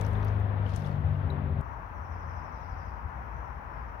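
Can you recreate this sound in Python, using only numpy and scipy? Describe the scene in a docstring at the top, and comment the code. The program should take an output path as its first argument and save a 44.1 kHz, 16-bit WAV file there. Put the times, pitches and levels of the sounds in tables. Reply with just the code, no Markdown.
"""Rubber boots shift in a shallow muddy stream, close on the left: small splashes of droplets,
ticks of spray, ringing bubbles and one drip. A far engine drones and sinks in pitch over outdoor rumble.
At 1.6 s a click and a cut lead to a second spot by the stream: distant traffic, a faint trilling bird
blurred by the wood's echo, and a soft low thud."""
import sys
import numpy as np
from scipy import signal
from scipy.fft import rfft, irfft
from scipy.io import wavfile

SR = 44100
rng = np.random.default_rng(int(sys.argv[2]) if len(sys.argv) > 2 else 0)


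def unload_audio(sound):
    """Save the sound as a 16-bit wav file, at the path given as the first command line argument."""
    columns = np.transpose(np.atleast_2d(sound))
    # keep every value between -1 and 1, then stretch to whole-number steps
    steps = np.round(np.clip(columns, -1, 1) * 32767)
    wavfile.write(sys.argv[1], SR, steps.astype(np.int16))


N = 176400
T, FREQ = np.arange(N) / SR, np.maximum(np.arange(N // 2 + 1) * SR / N, 1)


def undb(db):
    """Decibels to gain."""
    return 10 ** (np.asarray(db) / 20)


def curve(rows, column=1):
    """One table column, linear in time."""
    rows = np.array(rows)
    return np.interp(T, rows[:, 0], rows[:, column])


def over_hz(rows):
    """Table columns interpolated over log frequency."""
    rows = np.array(rows, float)
    return [np.interp(np.log(FREQ), np.log(rows[:, 0]), col) for col in rows.T[1:]]


def band(hz, width_oct):
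    """Gaussian band gain over log frequency."""
    return np.exp(-.5 * (np.log2(FREQ / hz) / width_oct) ** 2)


def unit(x):
    """Scale to rms 1."""
    return x / (np.std(x) + 1e-12)


def walk(rate_hz):
    """Smooth random drift, rms 1."""
    return unit(irfft(rfft(rng.standard_normal(N)) * np.exp(-(FREQ / rate_hz) ** 2), N))


def place(x, pan_db):
    """Pan by left minus right dB; the nearer channel keeps the level."""
    return x * undb([[min(pan_db, 0)], [min(-pan_db, 0)]])


def bass_place(x, pan_db=7):
    """Low sound: in phase on both sides, stronger on the left."""
    gains = undb([[pan_db], [0]])
    return x * gains / gains.mean()


def field(rows):
    """Diffuse, partly coherent stereo noise. Each row: Hz, left and right density in dB re 1/Hz."""
    # Each row: frequency in Hz, left-right coherence 0-1, lag of the left in radians.
    coherence = [(60, 0.77, -0.24), (250, 0.87, -0.63), (600, 0.46, 0.56), (880, .15, 1), (1100, 0.2, 3),
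                 (1330, 0.46, 3.5), (2000, 0, 0.5), (4000, 0.4, 18)]
    alike, lag = over_hz(coherence)
    left_db, right_db = over_hz(rows)
    left, independent = rfft(rng.standard_normal((2, N))) * np.sqrt(SR / 2)
    right = alike * np.exp(1j * lag) * left + np.sqrt(1 - alike ** 2) * independent
    return irfft(np.array([left * undb(left_db), right * undb(right_db)]), N)


def ring(start_s, hz, ring_s, glide_per_s=1.1):
    """Damped tone that peaks after ring_s and may glide up."""
    age = np.maximum(T - start_s, 0)
    envelope = age / ring_s * np.exp(1 - age / ring_s)
    return envelope * np.sin(2 * np.pi * hz * age * (1 + glide_per_s * age / 2))


def tick(start_s, db, hz, width_oct, decay_s, pan_db):
    """Short noise burst in one band."""
    burst = rng.standard_normal(N) * (T >= start_s) * np.exp(-np.clip((T - start_s) / decay_s, 0, 50))
    burst = irfft(rfft(burst) * band(hz, width_oct), N)
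    return place(burst / np.abs(burst).max() * undb(db), pan_db)


def echo(x, t60_s):
    """Diffuse tail of unit energy, different on each side."""
    tail = rng.standard_normal((2, N)) * undb(-60 * T / t60_s)
    tail /= np.sqrt(np.sum(tail ** 2, axis=1, keepdims=True))
    return signal.fftconvolve(np.broadcast_to(x, (2, N)), tail, axes=1)[:, :N]


def hiss():
    """Faint steady treble hiss."""
    # Each row: frequency in Hz, left and right density in dB.
    density = [(2000, -125, -125), (5840, -122, -124), (7500, -132, -132), (9300, -130, -130),
               (11500, -120, -120.5), (15500, -119, -119.5)]
    return field(density)


def rumble():
    """Outdoor rumble; the rush above about 250 Hz dies down."""
    # Each row: frequency in Hz, left and right density in dB.
    density = [(20, -86, -84.5), (32, -71.5, -77.5), (48, -56, -62), (70, -53.5, -62), (118, -58, -65),
               (212, -65, -73), (296, -73.5, -81), (450, -70, -79), (606, -69, -78), (950, -70.5, -80),
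               (1395, -75.5, -83), (1880, -80.5, -88.5), (2640, -90, -100), (3650, -97.5, -117),
               (4970, -113, -128), (7000, -128, -138)]
    # Each row: time in seconds, gain of the rush in dB.
    rush_db = [(0, 4), (.22, 5), (.4, 1.5), (.6, 1), (.78, 0.5), (1.0, 1), (1.3, -0.5), (1.6, -0.5)]
    air = field(density)
    bass = irfft(rfft(air) / (1 + (FREQ / 250) ** 4), N)
    return bass + (air - bass) * undb(curve(rush_db) + .98 * walk(8.2))


def traffic():
    """Distant traffic: a gently wavering wash of noise."""
    # Each row: frequency in Hz, left and right density in dB.
    density = [(20.1, -83, -90), (32, -83, -86), (47.4, -59.5, -63.5), (69.4, -55, -63), (105.5, -64, -71),
               (171, -71, -79.5), (340, -80.5, -90), (504, -77.5, -90), (683, -74, -83.5),
               (930, -67.5, -76), (1412, -74.5, -80.5), (1917, -82, -91), (2580, -92, -104),
               (3420, -107, -119), (4700, -117, -130), (6780, -130, -140)]
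    return field(density) * undb(.5 * walk(5.9))


def rustle():
    """Thin steady noise of leaves and water."""
    # Each row: frequency in Hz, left and right density in dB.
    density = [(2500, -126, -138), (3800, -116, -132), (4730, -115, -132), (6040, -111, -127),
               (6700, -128, -140)]
    return field(density)


def drones(fade_s=.1, waver_db=3):
    """Wavering tones that come and go within the rumble."""
    # Each row: start and end in seconds, pitch in Hz, level in dB.
    tones = [(-.1, 0.452, 50.5, -43), (-.1, 0.86, 76.5, -40.5), (0, .38, 408.6, -53),
             (.95, 1.67, 80.95, -36), (1.173, 1.692, 392.5, -51.5), (1.9, 2.95, 83.9, -44.5),
             (2.703, 3.45, 59, -45)]
    total = 0
    for start_s, end_s, hz, db in tones:
        fade = np.clip(np.minimum(T - start_s, end_s - T) / fade_s, 0, 1)
        gain = fade * undb(db + waver_db * walk(6.6))
        phase = 2 * np.pi * np.cumsum(hz * (1 + .01 * walk(4.85))) / SR
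        total += gain * np.sqrt(2) * np.sin(phase)
    return bass_place(total)


def engine():
    """Harmonics of a far engine, each fading on its own way through the air."""
    # Each row: time in seconds, firing rate in Hz.
    firing_hz = [(0, 51.24), (.35, 50.9), (.6, 50.06), (.8, 49.0), (1.0, 48.9), (1.3, 48.0), (1.6, 47.18)]
    # Each row: time in seconds, levels of harmonics 2 to 6 in dB.
    harmonic_db = [(0, -32, -41, -51, -63, -66), (.2, -30, -48, -49.5, -60, -59),
                   (.42, -28.5, -56, -49, -56, -63), (.78, -32, -42, -46, -56.5, -67),
                   (.87, -37, -34.5, -44.5, -52, -64.5), (1.12, -31, -35, -57.5, -52.5, -60.5),
                   (1.35, -37, -39.5, -45, -48, -51), (1.6, -33.5, -37, -53, -47, -59)]
    phase = 2 * np.pi * np.cumsum(curve(firing_hz) * (1 + .004 * walk(12))) / SR
    total = 0
    for order in range(2, 7):
        gain = undb(curve(harmonic_db, column=order - 1) + 1.08 * walk(8.8))
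        total += gain * np.sqrt(2) * np.sin(order * phase + rng.uniform(0, 2 * np.pi))
    return bass_place(total)


def thud():
    """One soft, low, damped knock."""
    return bass_place(undb(-29.5) * ring(start_s=3.048, hz=77, ring_s=.012, glide_per_s=0))


def whistle(start_s, length_s, top_hz, bottom_hz, db, warble_hz=0):
    """One falling bird note."""
    progress = np.clip((T - start_s) / length_s, 0, 1)
    envelope = np.abs(np.sin(np.pi * progress)) ** .29
    hz = top_hz + (bottom_hz - top_hz) * progress + warble_hz
    return undb(db) * np.sqrt(2) * envelope * np.sin(2 * np.pi * np.cumsum(hz) / SR)


def birds(trill_s=1.935, notes=12, step_s=.083, note_s=.057, jitter_s=.003, scatter_db=1.3):
    """A trill and warbled far calls, heard mostly as echo among the trees."""
    # Course of the trill. Each row: time in seconds, top and bottom pitch in Hz, level in dB.
    course = [(1.94, 6100, 5350, -73), (2.1, 6170, 4730, -68), (2.5, 6200, 4740, -68),
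              (2.62, 6150, 4360, -63), (2.78, 6140, 4540, -65), (2.86, 6350, 4400, -70)]
    # Each row: start and length in seconds, top and bottom pitch in Hz, level in dB.
    far_calls = [(1.62, .12, 6000, 5550, -75), (1.78, 0.094, 6150, 5500, -81.5),
                 (2.483, .14, 4100, 3600, -73), (3.076, 0.16, 6280, 5200, -76.5),
                 (3.29, 0.1, 5910, 5500, -73), (3.41, 0.071, 5950, 5550, -72),
                 (3.655, .12, 5800, 4500, -73.5), (3.8, 0.088, 6200, 5500, -76)]
    times_s, *columns = np.array(course).T
    trill = 0
    for i, (timing, strength) in enumerate(rng.standard_normal((notes, 2))):
        start_s = trill_s + step_s * i + jitter_s * timing
        top_hz, bottom_hz, db = (np.interp(start_s, times_s, col) for col in columns)
        trill += whistle(start_s, note_s, top_hz, bottom_hz, db + scatter_db * strength)
    warble_hz = 200 * walk(90)
    far = sum(whistle(*row, warble_hz) for row in far_calls)
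    return place(undb(-6) * trill + echo(trill + far, t60_s=1), pan_db=22)


def drip():
    """One clear drop rings with two faint overtones."""
    # Each row: pitch in Hz, peak in dB, pan in dB.
    partials = [(3890, -39, 22), (7700, -72, 15), (11460, -65, -5)]
    return sum(place(undb(db) * ring(start_s=1.302, hz=hz, ring_s=.0019), pan_db)
               for hz, db, pan_db in partials)


def bubbles():
    """Small air pockets ring as drops fall back."""
    # Each row: start in seconds, peak in dB, pitch in Hz, ring time in seconds, pan in dB.
    pockets = [(.153, -48.5, 3580, 0.0015, 20), (.328, -48.5, 2400, .002, 15),
               (.664, -39, 3000, 0.0011, 21), (0.846, -46, 3430, 0.0015, 21),
               (.914, -57.5, 4400, .0016, 18), (1.152, -52, 2820, .003, 18)]
    return sum(place(undb(db) * ring(start_s, hz, ring_s), pan_db)
               for start_s, db, hz, ring_s, pan_db in pockets)


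def mud_ticks():
    """Sharp ticks of mud and spray."""
    # Each row: start in seconds, peak in dB, centre in Hz, width in octaves, decay in seconds, pan in dB.
    ticks = [(.012, -30.5, 4600, 0.85, 0.0017, 26), (.048, -44, 5470, 0.17, .003, 25),
             (0.0657, -39, 5500, 1.1, .0015, 23), (.082, -56, 13000, .4, .004, -3),
             (.132, -54.5, 8500, .5, .004, 23), (0.23, -43, 3600, 0.42, 0.00065, 9),
             (.248, -42, 13000, .35, .0012, -10), (0.2483, -51.5, 4860, .25, .002, 3),
             (.283, -46, 5200, 0.24, .003, 18), (.398, -59.5, 9100, 0.81, 0.0048, -3.5),
             (.693, -47, 3800, 0.51, 0.0033, 19), (.736, -42, 4000, 0.53, .004, 21),
             (.761, -34.5, 6513, 0.6, .003, 22), (.863, -43, 4300, 0.36, .002, 21),
             (.872, -51, 5500, .9, .0015, 17)]
    return sum(tick(*row) for row in ticks)


def fizz(decay_s=.31):
    """Fine fizz dying away after the first slosh."""
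    # Each row: frequency in Hz, initial left and right density in dB.
    density = [(3000, -115, -125), (5800, -104, -122), (7500, -124, -130), (9500, -119, -121),
               (10900, -111, -107), (15500, -114, -110)]
    return field(density) * np.exp(-T / decay_s)


def droplets(bands=12, band_drops_per_s=260, spread_db=3.2, mist_db=-3.5):
    """Drops of many sizes, each ringing a few cycles, in a fine mist; rms 1."""
    # Spray spectrum. Each row: frequency in Hz, relative level in dB.
    colour = [(1200, -10), (2700, 2.5), (4000, -1), (5800, -5), (7500, -15.5), (10500, -14), (15500, -24)]
    spectrum = 0
    for hz in np.geomspace(colour[0][0], colour[-1][0], bands):
        hits = rng.random(N) < band_drops_per_s / SR
        gains = undb(spread_db * np.minimum(rng.exponential(size=N), 3))
        signs = rng.choice([-1, 1], (2, N))
        spectrum += rfft(hits * gains * signs) * band(hz, width_oct=.18)
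    spray = unit(irfft(spectrum, N)) + undb(mist_db) * rng.standard_normal((2, N))
    return unit(irfft(rfft(spray) * undb(over_hz(colour)[0]), N))


def sloshes():
    """Droplets swell and ebb each time a boot pushes water aside."""
    # Each row: peak time, rise and fall in seconds, level in dB, pan in dB.
    moves = [(.02, 0.035, 0.15, -58.5, 18), (.27, .06, 0.1, -66, 5), (.70, .035, .04, -57, 23),
             (.76, 0.044, 0.094, -52, 19.5), (.86, .02, 0.06, -58, 16), (1.12, 0.09, .2, -71.5, 12)]
    power = 0
    for peak_s, rise_s, fall_s, db, pan_db in moves:
        envelope = np.exp(np.minimum((T - peak_s) / rise_s, (peak_s - T) / fall_s))
        power += place(undb(db) * envelope, pan_db) ** 2
    return droplets() * np.sqrt(power)


def boots():
    """Water and mud stirred by the boots, with a short echo from the bank."""
    splashes = sloshes() + fizz() + mud_ticks() + bubbles() + drip()
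    return splashes + undb(-14.5) * echo(splashes, t60_s=.16)


def scene():
    """Two spots joined by a 6 ms crossfade and a click; drones and hiss span both."""
    cut_s = 1.612
    blend = np.clip((T - cut_s) / .006 + .5, 0, 1)
    first_spot = engine() + rumble() + boots()
    second_spot = traffic() + rustle() + birds() + thud()
    click = tick(cut_s, db=-42, hz=4500, width_oct=1.4, decay_s=.0004, pan_db=7)
    return (1 - blend) * first_spot + blend * second_spot + drones() + click + hiss()


def record(dry):
    """Steep low-pass at 15.8 kHz."""
    return signal.sosfilt(signal.ellip(10, .2, 70, 15800, fs=SR, output="sos"), dry)


dry = scene()
out = record(dry)
unload_audio(out)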